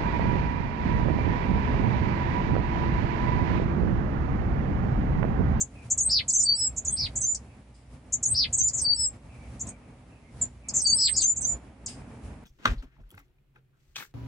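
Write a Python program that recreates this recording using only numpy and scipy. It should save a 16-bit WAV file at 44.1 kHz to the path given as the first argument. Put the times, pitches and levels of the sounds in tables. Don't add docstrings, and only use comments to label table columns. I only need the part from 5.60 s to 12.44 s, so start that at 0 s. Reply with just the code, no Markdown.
import sys
import numpy as np
from scipy import signal
from scipy.fft import rfft, irfft, next_fast_len
from scipy.io import wavfile
from scipy.ndimage import map_coordinates

SR = 44100
rng = np.random.default_rng(int(sys.argv[2]) if len(sys.argv) > 2 else 0)


def wav_out(sig):
    wavfile.write(sys.argv[1], SR, np.round(np.clip(np.atleast_2d(sig).T, -1, 1) * 32767).astype(np.int16))


N = 301644

NOTE_SHAPES = { "chip": [(0, 8400, -14, 0.7), (.09, 7730, 2, 0.9), (.2, 6510, -7.5, 1.14),
               (.4, 6963, -8.5, 0.9), (.8, 6926, -0.5, 0.6), (1, 6890, -9.5, 0.8)],
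               "chirt": [(0, 8500, 3, 0.4), (.2, 6990, -4.5, .9), (.55, 7040, -4.5, 0.8),
               (.85, 7300, -1.5, .6), (1, 7240, -8, .7)], "flick": [(0, 8200, -11, 0.5),
               (.3, 7420, -3, 0.97), (.65, 6850, -3, 1.09), (1, 6500, -7.5, 1)], "pip": [(0, 6200, -2, .2),
               (.25, 6940, -3.5, 0), (.85, 6560, 2, 0), (1, 6550, -15, .1)], "arch": [(0, 8800, -12, .4),
               (.3, 9400, -2, .35), (.55, 8800, -8, .4), (.75, 8000, 0, .7), (1, 8050, 6, 0.96)],
               "peep": [(0, 8500, -6, .25), (.25, 8280, 0, .06), (.8, 8190, -1, .03), (1, 8140, -7, .04)],
               "slur": [(0, 8800, -3, .2), (.2, 7870, 0.5, 0.3), (.45, 7750, -2, 0.7),
               (1, 7520, -7.5, 0.44)], "coo": [(0, 6900, 1, 1.1), (.25, 6200, -7, .3),
               (.6, 6260, -2.5, .08), (.88, 6360, 2, .04), (1, 6220, -8, .15)],
               "whistle": [(0, 6750, -6, .4), (.12, 7140, -2, .12), (.3, 7065, 0, .02), (.7, 7030, 0, .01),
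               (.92, 7070, 0, .01), (1, 7060, -5, .02)], "churr": [(0, 7300, -4, 0.9),
               (.35, 6900, 5.5, 0.9), (.75, 5800, -7, 1), (1, 5620, -7, 0.99)], "low": [(0, 4780, -20, .35),
               (.2, 4625, -3, .02), (.48, 4550, 0, 0), (.8, 4590, 0, 0), (.95, 4630, -1, 0),
               (1, 4670, -5, .03)], "long": [(0, 8080, -4, .03), (.2, 7890, -5.5, .02), (.5, 7790, 0, .04),
               (.78, 7750, 3, .12), (.92, 7470, 2.5, .03), (1, 7600, -8.5, .1)],
               "under": [(0, 5290, -18, .04), (.3, 5290, -4, .05), (.65, 5260, -1, .07),
               (.88, 5230, -3.5, .04), (1, 5270, -15.5, .02)], "rasp": [(0, 4300, -12, .8),
               (.1, 4900, -.5, 0.4), (.28, 5150, 3, .6), (.55, 4720, 3.5, 0.5), (.76, 4350, 2, .7),
               (.83, 4000, -1, 1.1), (.865, 2750, -5.5, 1.1), (.9, 3716, -4, 1.1), (.935, 2250, -8, 0.6),
               (1, 1950, -12, 0.1)], "tsk": [(0, 8500, -13.5, 1.3), (.3, 7650, 1, 1.2),
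               (.55, 6400, -1, 1.4), (.75, 4950, -4, .5), (1, 4750, -6, .3)], "seep": [(0, 7800, -4.5, .15),
               (.4, 7270, -7.5, 0.3), (.85, 7020, -5.5, .1), (1, 7200, -14.5, 0)], }


def amp(db):
    return 10 ** (np.asarray(db) / 20)


def unit(x):
    return x / np.sqrt(np.mean(x ** 2) + 1e-20)


def along(points, hz):
    f, values = np.transpose(points)
    return np.interp(np.log(hz + 1), np.log(f + 1), values)


def wobble(rate, size):
    knots = rng.standard_normal(1024)
    return map_coordinates(knots, [np.arange(size) * rate / SR], mode="wrap")


def filtered(x, response):
    padded = next_fast_len(N + SR // 2)
    hz = np.fft.rfftfreq(padded, 1 / SR)
    return irfft(rfft(x, padded) * response(hz), padded)[..., :N]


def add(track, s, sound):
    start = max(0, round(s * SR))
    part = track[..., start:start + sound.shape[-1]]
    part += sound[..., :part.shape[-1]]


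def rush(spectrum):
    # f/Hz, likeness (1 is the same)
    likeness = [(60, 1), (160, 0.98), (350, .9), (700, 0.69), (1500, 0.33), (6000, 0.17)]

    def mid_and_side(hz):
        turn = np.arccos(np.clip(along(likeness, hz), -1, 1)) / 2
        return amp(along(spectrum, hz)) * [np.cos(turn), np.sin(turn)]

    mid, side = filtered(rng.standard_normal((2, N)), mid_and_side)
    return unit(np.array([mid + side, mid - side]))


def echoes(t60, gap):
    t = np.arange(SR // 3) / SR
    decay = amp(-60 * t / t60)
    build_up = 1 - np.exp(-(t / gap) ** 2)
    tail = rng.standard_normal((2, len(t))) * decay * build_up
    return tail / np.linalg.norm(tail, axis=1, keepdims=True)


def song_notes():
    # note, t/s, length/s, level/dB, left-right/dB
    lone_notes = [ ("chip", 0, .019, -21.5, 1.7), ("chip", .299, .026, -21, 1),
                  ("seep", .507, .018, -35, -1.3), ("chip", 1.161, .029, -28.5, -2.4),
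                  ("tsk", 1.744, .013, -29, 1), ("chip", 2.521, .026, -22.5, 2.4),
                  ("chip", 3.993, .029, -32, 0), ("flick", 4.062, .024, -44, -1),
                  ("arch", 4.066, .028, -42, -.6), ("pip", 4.082, .015, -43, -2.3),
                  ("seep", 4.812, .022, -22, .6), ("chip", 5.153, .021, -21, 1),
                  ("peep", 5.487, .042, -25.5, -11.5), ("rasp", 5.526, .12, -33.5, 1.5),
                  ("tsk", 6.258, .014, -31.5, 1), ]
    motifs = { "twirl": [("flick", 0, .022, -23.8, -.5), ("pip", .028, .016, -20.3, 1),
              ("arch", .03, .042, -32, .5), ("peep", .078, .033, -22.7, 1.5), ("rasp", .118, .12, -23, .3)],
              "lilt": [("chirt", 0, .03, -22.3, 1), ("slur", .049, .03, -26, 0),
              ("coo", .057, .041, -22, 0), ("whistle", .102, .067, -22.7, -1.2)],
              "drawl": [("tsk", 0, .017, -30.3, 1), ("chirt", .052, .028, -26.5, 2.5),
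              ("churr", .087, .056, -29, 2), ("peep", .133, .028, -26, -5), ("low", .157, .102, -21.7, 3.2),
              ("long", .262, .142, -27.6, -1.3), ("under", .275, .1, -30.5, 5.5)], }
    # phrase, t/s, effort/dB, added left-right/dB, stretch (times the usual length)
    phrases = [ ("twirl", .372, 0, 0, 1.01), ("lilt", .678, 0, -.5, .99), ("drawl", .694, 0, -1, .97),
               ("twirl", 1.244, -5.8, -1, 1.001), ("lilt", 1.553, -4.3, -2, 1.05),
               ("twirl", 2.624, -.7, .3, 1.001), ("lilt", 2.925, -.5, 0, .995),
               ("drawl", 3.077, -.3, 1.5, 1.015), ("drawl", 5.083, 0, -.5, .995),
               ("twirl", 5.263, -1.5, .7, .995), ("lilt", 5.56, 1, 2.5, .98),
               ("lilt", 5.757, -6, -3.5, 1.03), ]
    full_voice_db = -24
    clear_follows, buzz_follows = .5, .9

    notes = []
    for kind, s, length, db, pan_db in lone_notes:
        notes.append((kind, s, length, db, pan_db, min(0, db - full_voice_db)))
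    for motif, start, effort_db, turn_db, stretch in phrases:
        for kind, delay, length, db, pan_db in motifs[motif]:
            buzz = np.mean(NOTE_SHAPES[kind], axis=0)[3]
            level_db = db + effort_db * (clear_follows + buzz_follows * buzz)
            notes.append((kind, start + stretch * delay, stretch * length, level_db, pan_db + turn_db, effort_db))
    return notes


def syrinx(shape, length, band_hz, buzz_hz, onset, octave_db, second_db,
           swing_hz=640, throb=.7, scatter_hz=270, breath_db=-21, interval=1.275):
    splatter_db, splatter_width_hz = -29, 4200
    size = int(max(length, .005) * SR)
    t = np.arange(size) / SR
    share, *columns = np.transpose(shape)
    pitch, level_db, buzz = [np.interp(t / t[-1], np.sort(share), c) for c in columns]
    buzz = np.clip(buzz, 0, 1.5)

    flutter_hz = buzz_hz * (1 + .13 * wobble(200, size))
    flutter = 2 * np.pi * (np.cumsum(flutter_hz) / SR + rng.random())
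    shake_hz = buzz * (swing_hz * np.sin(flutter) + scatter_hz * wobble(1500, size))
    shake_hz += 12 * wobble(150, size)

    shake = np.exp(throb * buzz * np.cos(flutter) + 2j * np.pi * np.cumsum(shake_hz) / SR)
    breath = wobble(4500, size) + 1j * wobble(4100, size)
    shake += amp(breath_db) * (buzz + 0.11) * breath
    throat = signal.butter(2, band_hz, fs=SR, output="sos")
    shake = signal.sosfiltfilt(throat, shake)
    splatter = wobble(splatter_width_hz, size) + 1j * wobble(splatter_width_hz, size)
    height = np.clip(pitch / 7000, 0, 1) ** 3
    shake += amp(splatter_db) * buzz * splatter * height

    phase = 2 * np.pi * np.cumsum(pitch) / SR
    tone = shake * np.exp(1j * phase)
    octave = amp(octave_db) * tone ** 2
    second = amp(second_db) * shake * np.exp(1j * interval * phase)
    ramp = np.minimum(t / onset, (t[-1] - t) / .003)
    edges = np.sin(np.pi / 2 * np.clip(ramp, 0, 1)) ** 2
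    return unit((tone + second + octave).real * amp(level_db) * edges)


def aviary(note, planks_db, planks_t60, hall_db, hall_t60):
    planks = amp(planks_db) * echoes(planks_t60, gap=0.0038)
    hall = amp(hall_db) * echoes(hall_t60, gap=.015)
    response = planks + hall
    response[:, 0] += 1
    heard = signal.fftconvolve(note[None], response, axes=1)
    return heard * np.linalg.norm(note) / np.linalg.norm(heard, axis=1, keepdims=True)


def finches(fade=.1):
    voices = { "chip": (1400, 390, .013, -60, -22), "chirt": (1400, 300, .01, -59.5, -28),
              "flick": (1800, 420, .009, -60, -27), "pip": (1300, 350, 0.004, -58, -30.5),
              "arch": (1300, 580, .004, -64.5, -57), "peep": (1100, 340, 0.0033, -59, -46.5),
              "slur": (1400, 480, 0.0021, -55.5, -46), "coo": (600, 350, .004, -60, -35),
              "whistle": (1200, 300, 0.0029, -66.5, -25), "churr": (1400, 520, .006, -61, -22),
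              "low": (600, 260, .012, -50.5, -58), "long": (770, 280, .006, -53.5, -42),
              "under": (500, 330, .012, -25.5, -57.5), "rasp": (950, 345, 0.0021, -42, -37),
              "tsk": (1600, 600, .004, -46.5, -29.5), "seep": (900, 330, .005, -57.5, -26.5), }
    song = np.zeros((2, N))
    for kind, s, length, db, pan_db, effort_db in song_notes():
        contrast = 1 - fade * effort_db
        shape = np.array(NOTE_SHAPES[kind]) * [1, 1, contrast, 1]
        note = syrinx(shape, length, *voices[kind])
        heard = aviary(note, planks_db=-0.5, planks_t60=.078, hall_db=-30, hall_t60=.27)
        sides = unit(amp([[pan_db / 2], [-pan_db / 2]]))
        add(song, s, amp(db) * sides * heard)
    return song


def outdoors(hum_hz=59.0, hum_db=-56, air_db=-71, rumble_trim_db=-.9, wash_trim_db=1.1,
             rumble_flutter_db=2.3, wash_flutter_db=1.7):
    # t/s, rumble level/dB, level of the murky wash/dB
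    swell = [(0.0, -46.4, -53.5), (0.64, -43.6, -51.4), (0.84, -48.4, -55.1), (1.58, -41.8, -50.4),
             (2.18, -54.8, -59.4), (2.74, -43.7, -51.0), (3.08, -43.4, -55.8), (3.16, -44.0, -49.3),
             (3.6, -49.3, -55.9), (4.08, -41.6, -50.6), (4.16, -52.5, -54.4), (4.66, -52.1, -57.8),
             (4.82, -37.4, -50.7), (5.04, -52.8, -58.4), (5.1, -46.2, -48.6), (5.68, -48.9, -54.6),
             (5.92, -39.3, -46.7), (6.16, -57.4, -56.5), (6.28, -44.6, -49.2), (6.82, -46.6, -49.8)]
    # t/s, level/dB
    bump_list = [(.26, -41), (1.07, -42), (1.46, -35.5), (2.34, -45), (2.74, -36.5), (3.4, -42),
                 (6.66, -41)]
    # f/Hz, relative level per Hz/dB
    rumble_colour = [(18, -54), (30, -27), (40, -11.5), (57, 2.5), (75, -1), (100, -4), (122, -0.5),
                     (146, -9.5), (180, -17), (240, -42)]
    wash_colour = [(82, -38), (140, -8), (246, 0.5), (345, -12), (400, -11.5), (608, -11.5), (744, -13),
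                   (1330, -20.5), (1480, -22), (2310, -24), (3500, -38.5), (4550, -70.5), (7700, -120)]
    air_colour = [(1000, -24.5), (2200, 5), (3600, -1.5), (7000, -7.5), (10300, -5), (11000, -17.5)]
    bump_s = .035

    t = np.arange(N) / SR
    s, *columns = np.transpose(swell)
    rumble_db, wash_db = [np.interp(t, s, c) for c in columns]
    hum_phase = 2 * np.pi * np.cumsum(hum_hz + 1.2 * wobble(4, N)) / SR
    hum = unit(np.sin(hum_phase) * amp(3.9 * wobble(2.8, N)))
    flutter = wobble(20, N)
    bumps = sum(amp(db) * np.exp(-((t - at) / bump_s) ** 2) for at, db in bump_list)
    swelling = amp(rumble_db + rumble_trim_db + rumble_flutter_db * flutter)
    rumble = np.hypot(swelling, bumps) * rush(rumble_colour)
    wash = amp(wash_db + wash_trim_db + wash_flutter_db * flutter) * rush(wash_colour)
    return rumble + wash + amp(hum_db) * hum + amp(air_db) * rush(air_colour)


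def far_bird(length=0.11, fall=0.1, t60=.22, rough_hz=130, count=12):
    # t/s, middle pitch f/Hz, level/dB
    clear_calls = [(.13, 2453, -60), (.94, 2460, -63.5), (1.255, 3340, -60.5), (1.35, 2320, -57.5),
                   (3.67, 2490, -62.5), (3.77, 2276, -63.5), (4.06, 2400, -67), (4.48, 2635, -67),
                   (4.6, 2230, -66), (5.0, 2370, -62)]
    chatter_hz, chatter_db, spread = 2550, -70, .08

    calls, size = np.zeros((2, N)), int(length * SR)
    chatter = []
    for k, (when, high) in enumerate(rng.random((count, 2))):
        s = (k + when) * N / SR / count
        chatter.append((s, chatter_hz * (1 + spread * (2 * high - 1)), chatter_db))
    for s, hz, db in clear_calls + chatter:
        glide = hz * (1 + fall * np.linspace(.5, -.5, size))
        pitch = glide + rough_hz * wobble(520, size)
        note = unit(np.sin(2 * np.pi * np.cumsum(pitch) / SR) * signal.windows.tukey(size, .5))
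        add(calls, s, amp(db) * signal.fftconvolve(note[None], echoes(t60, gap=0.0021), axes=1))
    return calls


def rustles(rise=.006):
    # t/s, level/dB, time to fall by 60 dB t/s
    brushes = [(.183, -60.5, .12), (2.14, -61, .45), (6.279, -37.5, 0.25)]
    # f/Hz, relative level per Hz/dB
    twig_colour = [(1500, -12), (2800, -2.5), (4400, -6), (5000, 9), (5600, -6), (8500, 3.5), (10500, -11)]
    sound, t = np.zeros((2, N)), np.arange(SR // 2) / SR
    for s, db, t60 in brushes:
        strength = amp(db - 60 * t / t60) * (1 - np.exp(-t / rise))
        add(sound, s, strength * rush(twig_colour)[:, :len(t)])
    return sound


def scene():
    balance = amp([[-.4], [.4]])
    return finches() + outdoors() * balance + far_bird() + rustles()


def record(dry):
    top_hz = 10830
    return filtered(dry, lambda hz: 1 / np.sqrt(1 + (hz / top_hz) ** 160))


dry = scene()
out = record(dry)
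wav_out(out)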